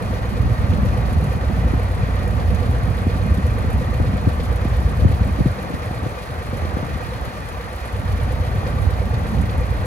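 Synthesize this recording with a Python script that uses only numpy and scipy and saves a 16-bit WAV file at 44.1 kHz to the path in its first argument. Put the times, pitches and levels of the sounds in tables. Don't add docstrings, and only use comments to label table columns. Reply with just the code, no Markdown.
import sys
import numpy as np
from scipy import signal
from scipy.fft import rfft, irfft, next_fast_len
from scipy.io import wavfile
from scipy.ndimage import uniform_filter1d

SR = 44100
rng = np.random.default_rng(int(sys.argv[2]) if len(sys.argv) > 2 else 0)


def digitize_waveform(pressure):
    field = np.atleast_2d(pressure).T
    bounded = np.clip(field, -1, 1)
    quanta = np.round(bounded * 32767).astype(np.int16)
    wavfile.write(sys.argv[1], SR, quanta)


N = 434804
TIME = np.arange(N) / SR
SIZE = next_fast_len(N + SR // 4, real=True)

# (t/s, rumble level/dB, flutter level/dB)
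BREEZE = [(0, -23, -30), (.88, -22, -29), (1.26, -22, -28), (1.67, -22, -29), (1.9, -23.5, -32),
          (2.5, -24, -29), (3.0, -22.5, -30), (3.32, -22, -29), (3.75, -19.5, -30), (4.15, -23, -26),
          (4.5, -23, -32), (4.95, -21.5, -33), (5.07, -17.5, -25), (5.51, -26.5, -27.5), (5.55, -31.5, -33),
          (6.04, -29, -41.5), (6.23, -33.5, -50), (6.81, -26.5, -36), (7.85, -33.5, -42.5),
          (8.1, -24, -35.5), (9.86, -24, -31)]


def amp(db):
    return 10 ** (np.asarray(db) / 20)


def rms_one(x):
    return x / np.sqrt(np.mean(x ** 2) + 1e-20)


def in_time(rows):
    s, *columns = np.transpose(rows)
    return [np.interp(TIME, s, column) for column in columns]


def resonance(x, hz, width_hz):
    r = np.exp(-np.pi * width_hz / SR)
    poles = [1, -2 * r * np.cos(2 * np.pi * hz / SR), r * r]
    return signal.lfilter([(1 - r * r) / 2, 0, (r * r - 1) / 2], poles, x)


def shaped(x, points):
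    hz, db = np.transpose(points)
    bins = np.maximum(np.fft.rfftfreq(SIZE, 1 / SR), 1)
    gain = amp(np.interp(np.log(bins), np.log(hz), db))
    return irfft(rfft(x, SIZE) * gain, SIZE)[..., :N]


def band(x, low_hz, high_hz):
    return signal.sosfilt(signal.butter(3, [low_hz, high_hz], "band", fs=SR, output="sos"), x)


def cut(order, x, hz, kind="low"):
    return signal.sosfilt(signal.butter(order, hz, kind, fs=SR, output="sos"), x)


def drift(hz):
    r = np.exp(-2 * np.pi * hz / SR)
    wander = signal.lfilter([1], [1, -2 * r, r * r], rng.standard_normal(N + SR))
    return rms_one(wander[SR:])


def crank_cycles():
    cycles_per_s = 8.44
    # (t/s, lead over a steady idle/cycles)
    hunting = [(0, .109), (.38, .13), (.96, .064), (1.44, .128), (2.16, .102), (2.4, .078), (2.64, .105),
               (3.24, .094), (3.6, .048), (4.1, .104), (4.8, .085), (5.28, .088), (5.6, .108), (6.3, .101),
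               (6.8, .132), (7.75, .072), (8.85, .134), (9.36, .119), (9.86, .162)]
    return cycles_per_s * TIME + in_time(hunting)[0]


CYCLE = crank_cycles()


def each_cycle(fraction, spread_db, jitter_s):
    chance = rng.standard_normal((int(CYCLE[-1]) + 1, 2))
    s = np.interp(np.arange(len(chance)) + fraction, CYCLE, TIME, left=-1, right=-1)
    s = s + jitter_s * chance[:, 0]
    heard = (s > 0) & (s < TIME[-1])
    clicks = np.full(N, 1e-18)
    clicks[(s[heard] * SR).astype(int)] = amp(spread_db * chance[heard, 1])
    return clicks


def exhaust():
    level_db, spread_db, jitter_s, pulse_cut_hz = -18.8, 1.1, .0006, 350
    # (position/cycle, level/dB)
    firings = [(.975, 0), (.401, -3.5)]
    # (f/Hz, width/Hz, level/dB)
    pipe_modes = [(38, 4, -3), (58.6, 5.9, 0), (94, 8.9, -5.8), (118.2, 4, -14)]
    clicks = sum(amp(db) * each_cycle(at, spread_db, jitter_s) for at, db in firings)
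    pulses = cut(2, clicks, pulse_cut_hz)
    modes = [amp(db) * resonance(pulses, hz, width_hz) for hz, width_hz, db in pipe_modes]
    return amp(level_db) * rms_one(sum(modes[::2]) - sum(modes[1::2]))


def knocks():
    # (position/cycle, f/Hz, width/Hz, level/dB)
    case_blows = [(.205, 491, 50, -25.5), (.71, 493, 62, -33.5), (.55, 493, 62, -37), (.35, 595, 60, -34.5),
                  (.52, 595, 70, -34.5), (.97, 595, 70, -37), (.68, 595, 70, -38), (.96, 740, 80, -32.5),
                  (.4, 740, 100, -32), (.83, 740, 80, -36.5), (.97, 880, 80, -37.5), (.14, 880, 80, -38.5),
                  (.75, 880, 80, -39.5), (.74, 1150, 90, -35), (.15, 1150, 90, -40),
                  (.27, 1480, 110, -37.5), (.3, 1850, 120, -41), (.04, 1850, 120, -44.5),
                  (.16, 1850, 120, -41.5), (.29, 2350, 130, -41.5)]
    detunings = [(.98, 1.1), (1, .85), (1.02, 1)]
    out = 0
    for at, hz, width_hz, db in case_blows:
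        blow = each_cycle(at, spread_db=1.6, jitter_s=0.00159)
        choices = rng.integers(0, len(detunings), int(CYCLE[-1]) + 1)
        dealt = choices[CYCLE.astype(int)]
        peak = 2 * np.pi * width_hz / SR / np.e
        for k, (ratio, broad) in enumerate(detunings):
            ring = blow * (dealt == k) + 1e-18
            for _ in range(2):
                ring = resonance(ring, hz * ratio, width_hz * broad)
            out = out + amp(db) / peak / np.sqrt(broad) * ring
    return out


def valve_ticks(noise):
    # (position/cycle, decay/s, then level/dB against the noise in each tick band)
    contacts = [(.96, .015, -3, -1, -1), (.03, .006, -4, 6, 1), (.17, .008, -3, 2, 0), (.29, .012, 5, 9, 9),
                (.44, .015, -4, -3, -3), (.57, .011, 2, 8, 8), (.735, .008, -1, 2, -3),
                (.9, .006, -9, 3, 10)]
    # (low f/Hz, high f/Hz)
    tick_bands = [(2600, 7200), (7200, 12500), (12500, 16500)]
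    bursts = 0
    for k, (low_hz, high_hz) in enumerate(tick_bands):
        gate = 0
        for at, decay_s, *db in contacts:
            clicks = amp(db[k]) * each_cycle(at, spread_db=2.4, jitter_s=0.0045)
            gate = gate + signal.lfilter([1], [1, -np.exp(-1 / (decay_s * SR))], clicks)
        gate = uniform_filter1d(gate, size=130, origin=64)
        bursts = bursts + band(gate * noise, low_hz, high_hz)
    return bursts


def sharp_ticks():
    decay_s, hard_db, hard_spread_db = 0.011, -56, 3.5
    # (t/s, level/dB)
    single_ticks = [(0.855, -46), (1.1278, -43), (1.2391, -41), (2.277, -43), (2.5461, -41), (3.3423, -44),
                    (3.4645, -42), (4.5585, -42), (5.6231, -45), (6.5695, -43), (7.25, -43), (7.4889, -44),
                    (8.8189, -44), (9.4135, -42)]
    hard_positions = (.29, .58)
    s, db = np.transpose(single_ticks)
    clicks = amp(hard_db) * sum(each_cycle(at, hard_spread_db, jitter_s=0.0015) for at in hard_positions)
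    clicks[(s * SR).astype(int)] = amp(db)
    gate = signal.lfilter([1], [1, -np.exp(-1 / (decay_s * SR))], clicks)
    return gate * rms_one(band(rng.standard_normal(N), 6000, 12800))


def engine_whines():
    waver_db, waver_hz = 2.5, 18
    # (f/Hz, width/Hz, level/dB)
    tones = [(737, 20, -49), (1062, 25, -51), (1165, 20, -48.5), (1200, 120, -46.5), (1860, 120, -48),
             (2432, 60, -52), (3806, 50, -64), (4195, 20, -63), (5655, 50, -67), (6000, 15, -75),
             (6255, 55, -68)]
    white = rng.standard_normal((2, N))
    out = 0
    for hz, width_hz, db in tones:
        rattling = white * amp(waver_db * drift(waver_hz))
        out = out + amp(db) * rms_one(resonance(rattling, hz, width_hz))
    return out


def swelling(hiss):
    deep_hz, deep_swell_db, deep_swell_hz = 380, 3, 14
    swell_db, swell_hz = 1.2, 20
    deep = cut(2, hiss, deep_hz)
    rest = hiss + deep * (amp(deep_swell_db * (drift(deep_swell_hz) - .5)) - 1)
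    out = 0
    for split_hz in (700, 1400, 2800):
        low = cut(1, rest, split_hz)
        out = out + low * amp(swell_db * drift(swell_hz))
        rest = rest - low
    return out + rest * amp(2.5 * drift(23.0))


def clatter():
    # (f/Hz, level/dB per Hz before swells and bursts)
    hiss_colour = [(150, -54), (330, -63), (480, -61.5), (600, -61.5), (900, -64), (1100, -66.5),
                   (1420, -67), (1560, -66), (1720, -72), (1850, -69.5), (2250, -74), (2700, -82),
                   (4200, -83), (5000, -88.5), (6800, -97), (7300, -93), (7800, -90.5), (8500, -90.5),
                   (9600, -94.5), (11000, -96), (12200, -92), (13000, -98.5), (15700, -105)]
    white = rng.standard_normal((2, 2, N)) * np.sqrt(SR / 2)
    hiss, spare = shaped(white, hiss_colour)
    return swelling(hiss) + valve_ticks(spare) + engine_whines()


def ports(shared, own):
    # (f/Hz, likeness 0-1, phase by which left leads/rad, left over right level/dB)
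    port_paths = [(170, .8, -.4, -.5), (330, .7, -.7, 1), (520, .58, .5, -1.8), (860, .72, 1.7, 1.9),
                  (1200, .35, 2.0, 1.0), (1550, .55, 3.6, -1.0), (1900, .35, 7.3, -1.9),
                  (2300, .68, 6.6, -.8), (3900, .68, 8.6, -1.8), (4500, .35, 8.1, -2.1),
                  (5300, .3, 8.4, 2.5), (5700, .4, 10.6, 4.5), (6400, .63, 11.8, 1.2),
                  (7000, .35, 11.2, .9), (7500, .7, 10.1, .5), (8000, .95, 9.5, -.2), (8600, .92, 9.1, -.3),
                  (10300, .85, 6.7, 0), (15800, .88, 0, 0)]
    hz, *columns = np.transpose(port_paths)
    bins = np.fft.rfftfreq(SIZE, 1 / SR)
    alike, lead, left_db = [np.interp(bins, hz, column) for column in columns]
    alike, side = np.clip(alike, 0, 1), np.array([[1], [-1]])
    both = np.sqrt(1 + alike) * rfft(shared, SIZE) + side * np.sqrt(1 - alike) * rfft(own, SIZE)
    both = both * amp(side * left_db / 2) * np.exp(side * .5j * lead)
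    return irfft(both, SIZE)[:, :N] / np.sqrt(2)


def surges():
    spread_s, early_s, turn = .009, .003, -.2
    # (t/s, level/dB, f/Hz, left over right level/dB)
    bass_lumps = [(0.405, -10, 82, 1), (0.447, -14, 109, -1), (0.471, -10, 75, 2), (0.523, -11, 109, -2),
                  (0.704, -5, 75, 1), (0.76, -9, 68, -1), (0.83, -10, 62, 6), (0.901, -12, 82, 0),
                  (0.988, -14, 99, 0), (1.042, -12, 68, -4), (1.077, -9, 68, -1), (1.126, -10, 90, -1),
                  (1.179, -7, 68, -2), (1.28, -15, 120, -1), (1.485, -8, 62, -3), (1.66, -11, 62, 2),
                  (1.759, -8, 62, -2), (1.86, -12, 82, -2), (2.035, -14, 120, -2), (2.457, -13, 82, 2),
                  (2.495, -9, 68, 3), (2.698, -7, 82, 1), (2.721, -12, 99, -1), (3.07, -11, 90, 1),
                  (3.319, -4, 68, -2), (3.451, -5, 68, -1), (3.496, -13, 99, -1), (3.517, -10, 62, -1),
                  (3.655, -10, 75, -1), (3.738, -9, 62, -3), (4.01, -8, 62, -1), (4.079, -11, 99, 2),
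                  (4.278, -6, 75, 0), (4.346, -10, 68, 2), (4.725, -8, 82, -1), (4.782, -10, 62, -3),
                  (4.864, -12, 68, -1), (5.059, -3, 75, 0), (5.111, -12, 62, -5), (5.14, -9, 68, 1),
                  (5.221, -8, 68, 0), (5.264, -11, 82, 2), (5.324, -11, 75, 1), (5.408, -8, 62, 2),
                  (5.476, -12, 109, 3), (5.513, -11, 82, -1), (5.753, -19, 62, -2), (5.828, -20, 68, -1),
                  (5.869, -23, 109, -1), (5.916, -18, 90, 1), (5.975, -20, 120, 2), (6.039, -17, 82, 1),
                  (6.068, -21, 120, 0), (6.121, -21, 68, 2), (6.324, -20, 75, -1), (6.387, -18, 68, -1),
                  (6.559, -19, 62, -1), (6.631, -16, 75, -2), (6.654, -22, 90, -1), (6.754, -15, 62, 1),
                  (6.792, -22, 90, -2), (6.813, -18, 68, -3), (6.934, -16, 62, -3), (6.966, -18, 75, 0),
                  (7.092, -21, 90, 0), (7.124, -19, 62, -1), (7.157, -19, 99, 1), (7.225, -19, 68, -2),
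                  (7.493, -20, 62, -1), (7.761, -18, 62, -2), (7.829, -19, 62, -6), (7.943, -17, 75, 3),
                  (8.103, -15, 99, 1), (8.144, -13, 75, 2), (8.182, -15, 75, -4), (8.203, -14, 62, -6),
                  (8.231, -15, 99, -2), (8.252, -12, 62, 0), (8.413, -14, 90, 0), (8.493, -16, 75, 2),
                  (8.561, -14, 68, -2), (8.593, -11, 62, 1), (9.001, -13, 68, -1), (9.119, -12, 75, -3),
                  (9.147, -13, 109, 0), (9.248, -12, 62, -5), (9.366, -12, 62, 0), (9.567, -12, 75, 2),
                  (9.592, -13, 62, -2), (9.643, -17, 109, -2), (9.713, -16, 90, -3), (9.808, -16, 75, -3)]
    out, t = np.zeros((2, N + SR)), np.arange(-SR // 25, SR // 25) / SR
    for s, db, hz, left_db in bass_lumps:
        bell = np.exp(-.5 * ((t + early_s) / spread_s) ** 2)
        lump = np.sin(2 * np.pi * (hz * t + turn)) * bell
        start = int((s + t[0]) * SR)
        out[:, start:start + len(t)] += amp(db) * lump * amp([[left_db / 2], [-left_db / 2]])
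    return out[:, :N]


def buffets():
    end_hz, fall_s, t60_s, rise_s = 95, .004, .055, .008
    rough, rough_hz = .42, 120
    # (t/s, level before decay/dB, left over right level/dB, fall in pitch/Hz)
    strong_buffets = [(1.497, -9, 2, 460), (1.549, -17, -1, 460), (1.733, -2, 1, 476), (3.065, -5, -3, 470),
                      (3.309, -6.5, 3, 404), (3.642, -10, -1, 443), (3.681, -21, 0.5, 460),
                      (3.998, -1, 5, 462), (4.132, -3, 0, 350), (4.147, -10, 6, 402), (4.188, -19, 5, 330),
                      (4.243, -14, 0, 400), (4.269, 3.5, 1, 420), (4.65, -3.5, -2, 464),
                      (5.036, -6, -1, 384), (5.045, 2.5, 1, 850), (5.108, -19, -2, 460), (5.21, -5, 7, 357),
                      (5.263, -7, 3, 382), (5.385, -7, -10, 464), (5.402, 2.5, 1, 510), (5.455, 1, 4, 513),
                      (5.699, -10.5, 2, 460), (5.735, -7.5, 2, 456), (5.907, -11, 2, 460),
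                      (5.964, -19, 1.5, 400), (6.03, -13, 4, 830), (6.06, -10.5, 2, 550),
                      (6.3, -16, 1, 414), (6.526, -11, 0.0, 455), (6.558, -16, 0, 593), (6.62, -12, 7, 354),
                      (6.65, -11, 2, 455), (6.765, -11, 5, 550), (6.824, -9, 7, 547), (6.859, -12, 0, 350),
                      (6.955, -18, 7, 397), (7.078, -15, -.5, 420), (7.347, -28, -5, 500)]
    out, t = np.zeros((2, N + SR)), np.arange(SR // 5) / SR
    rise = np.sin(np.pi / 2 * np.minimum(t / rise_s, 1)) ** 2
    rows = strong_buffets + small_buffets()
    for (s, db, left_db, fall_hz), (turn, skew) in zip(rows, rng.random((len(rows), 2))):
        hz = end_hz + fall_hz * np.exp(-t / fall_s)
        turns = np.cumsum(hz) / SR + turn + 0.23 * (skew - .5) * np.array([[1], [-1]])
        thump = np.sin(2 * np.pi * turns) * rise * amp(db - 60 * t / t60_s)
        start = int(s * SR)
        out[:, start:start + len(t)] += thump * amp([[left_db / 2], [-left_db / 2]])
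    return out[:, :N] * (1 + rough * drift(rough_hz))


def small_buffets():
    per_s, fall_hz = 6, 400
    over_flutter_db, spread_db, sway_db = 7, 2, 4
    count = int(per_s * TIME[-1])
    s = TIME[-1] * rng.random(count)
    level, sway = rng.standard_normal((count, 2)).T
    db = np.interp(s, TIME, in_time(BREEZE)[1]) + over_flutter_db + spread_db * level
    return list(zip(s, db, sway_db * sway, np.full(count, fall_hz)))


def breeze():
    gust_db, gust_hz, lump_db = 1.5, 4.8, 3
    left_mean_db, sway_db, sway_hz = -1.4, 3.5, 3.6
    rumble_alike = 0.73
    rumble_db, flutter_db = in_time(BREEZE) + gust_db * drift(gust_hz)
    left_db = left_mean_db + sway_db * drift(sway_hz)
    rumble = rms_one(band(rng.standard_normal((2, N)), 34, 107.6)) * amp(rumble_db + lump_db * drift(45))
    flutter = rms_one(band(rng.standard_normal(N), 101, 235.5)) * amp(flutter_db + lump_db * drift(22.0))
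    mid = rumble[0] + flutter
    side = np.sqrt((1 - rumble_alike) / (1 + rumble_alike)) * rumble[1]
    return np.array([mid + side, mid - side]) * amp([left_db / 2, -left_db / 2])


def left_late(x):
    lag_s = .00035
    return np.array([np.interp(TIME - lag_s, TIME, x[0]), x[1]])


def scene():
    thin_hz, thin_exhaust_db, low_mids_top_hz = 155, -13, 900
    # (t/s, level/dB)
    low_mid_levels = [(0, 0.6), (2, 1.1), (3.5, 0.5), (5, 0.3), (6.3, -2.5), (6.8, 0.5), (7.6, -6.5),
                      (8.5, 1.5), (9.86, -0.5)]
    # (t/s, share of bass removed 0-1)
    thinning = [(0, 0), (5.51, 0), (5.56, 1), (7.88, 1), (8.08, .1), (9.86, .08)]
    shared, own = clatter()
    cases = ports(shared + knocks() + sharp_ticks(), own)
    low_mids = cut(1, cases, low_mids_top_hz)
    cases = cases + (amp(in_time(low_mid_levels)[0]) - 1) * low_mids
    thin = cut(2, cases, thin_hz, "high")
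    share = in_time(thinning)[0]
    pipe = exhaust() * amp(thin_exhaust_db * share + [[-.5], [.5]])
    bass = left_late(pipe + breeze() + buffets() + surges())
    return share * thin + (1 - share) * cases + bass


def record(dry):
    port_cut_hz, ceiling, top_hz = 67, .95, 15790
    x = cut(2, dry, port_cut_hz, "high")
    x = x / (1 + (x / ceiling) ** 4) ** .25
    return signal.sosfilt(signal.ellip(14, .5, 70, top_hz, fs=SR, output="sos"), x)


dry = scene()
out = record(dry)
digitize_waveform(out)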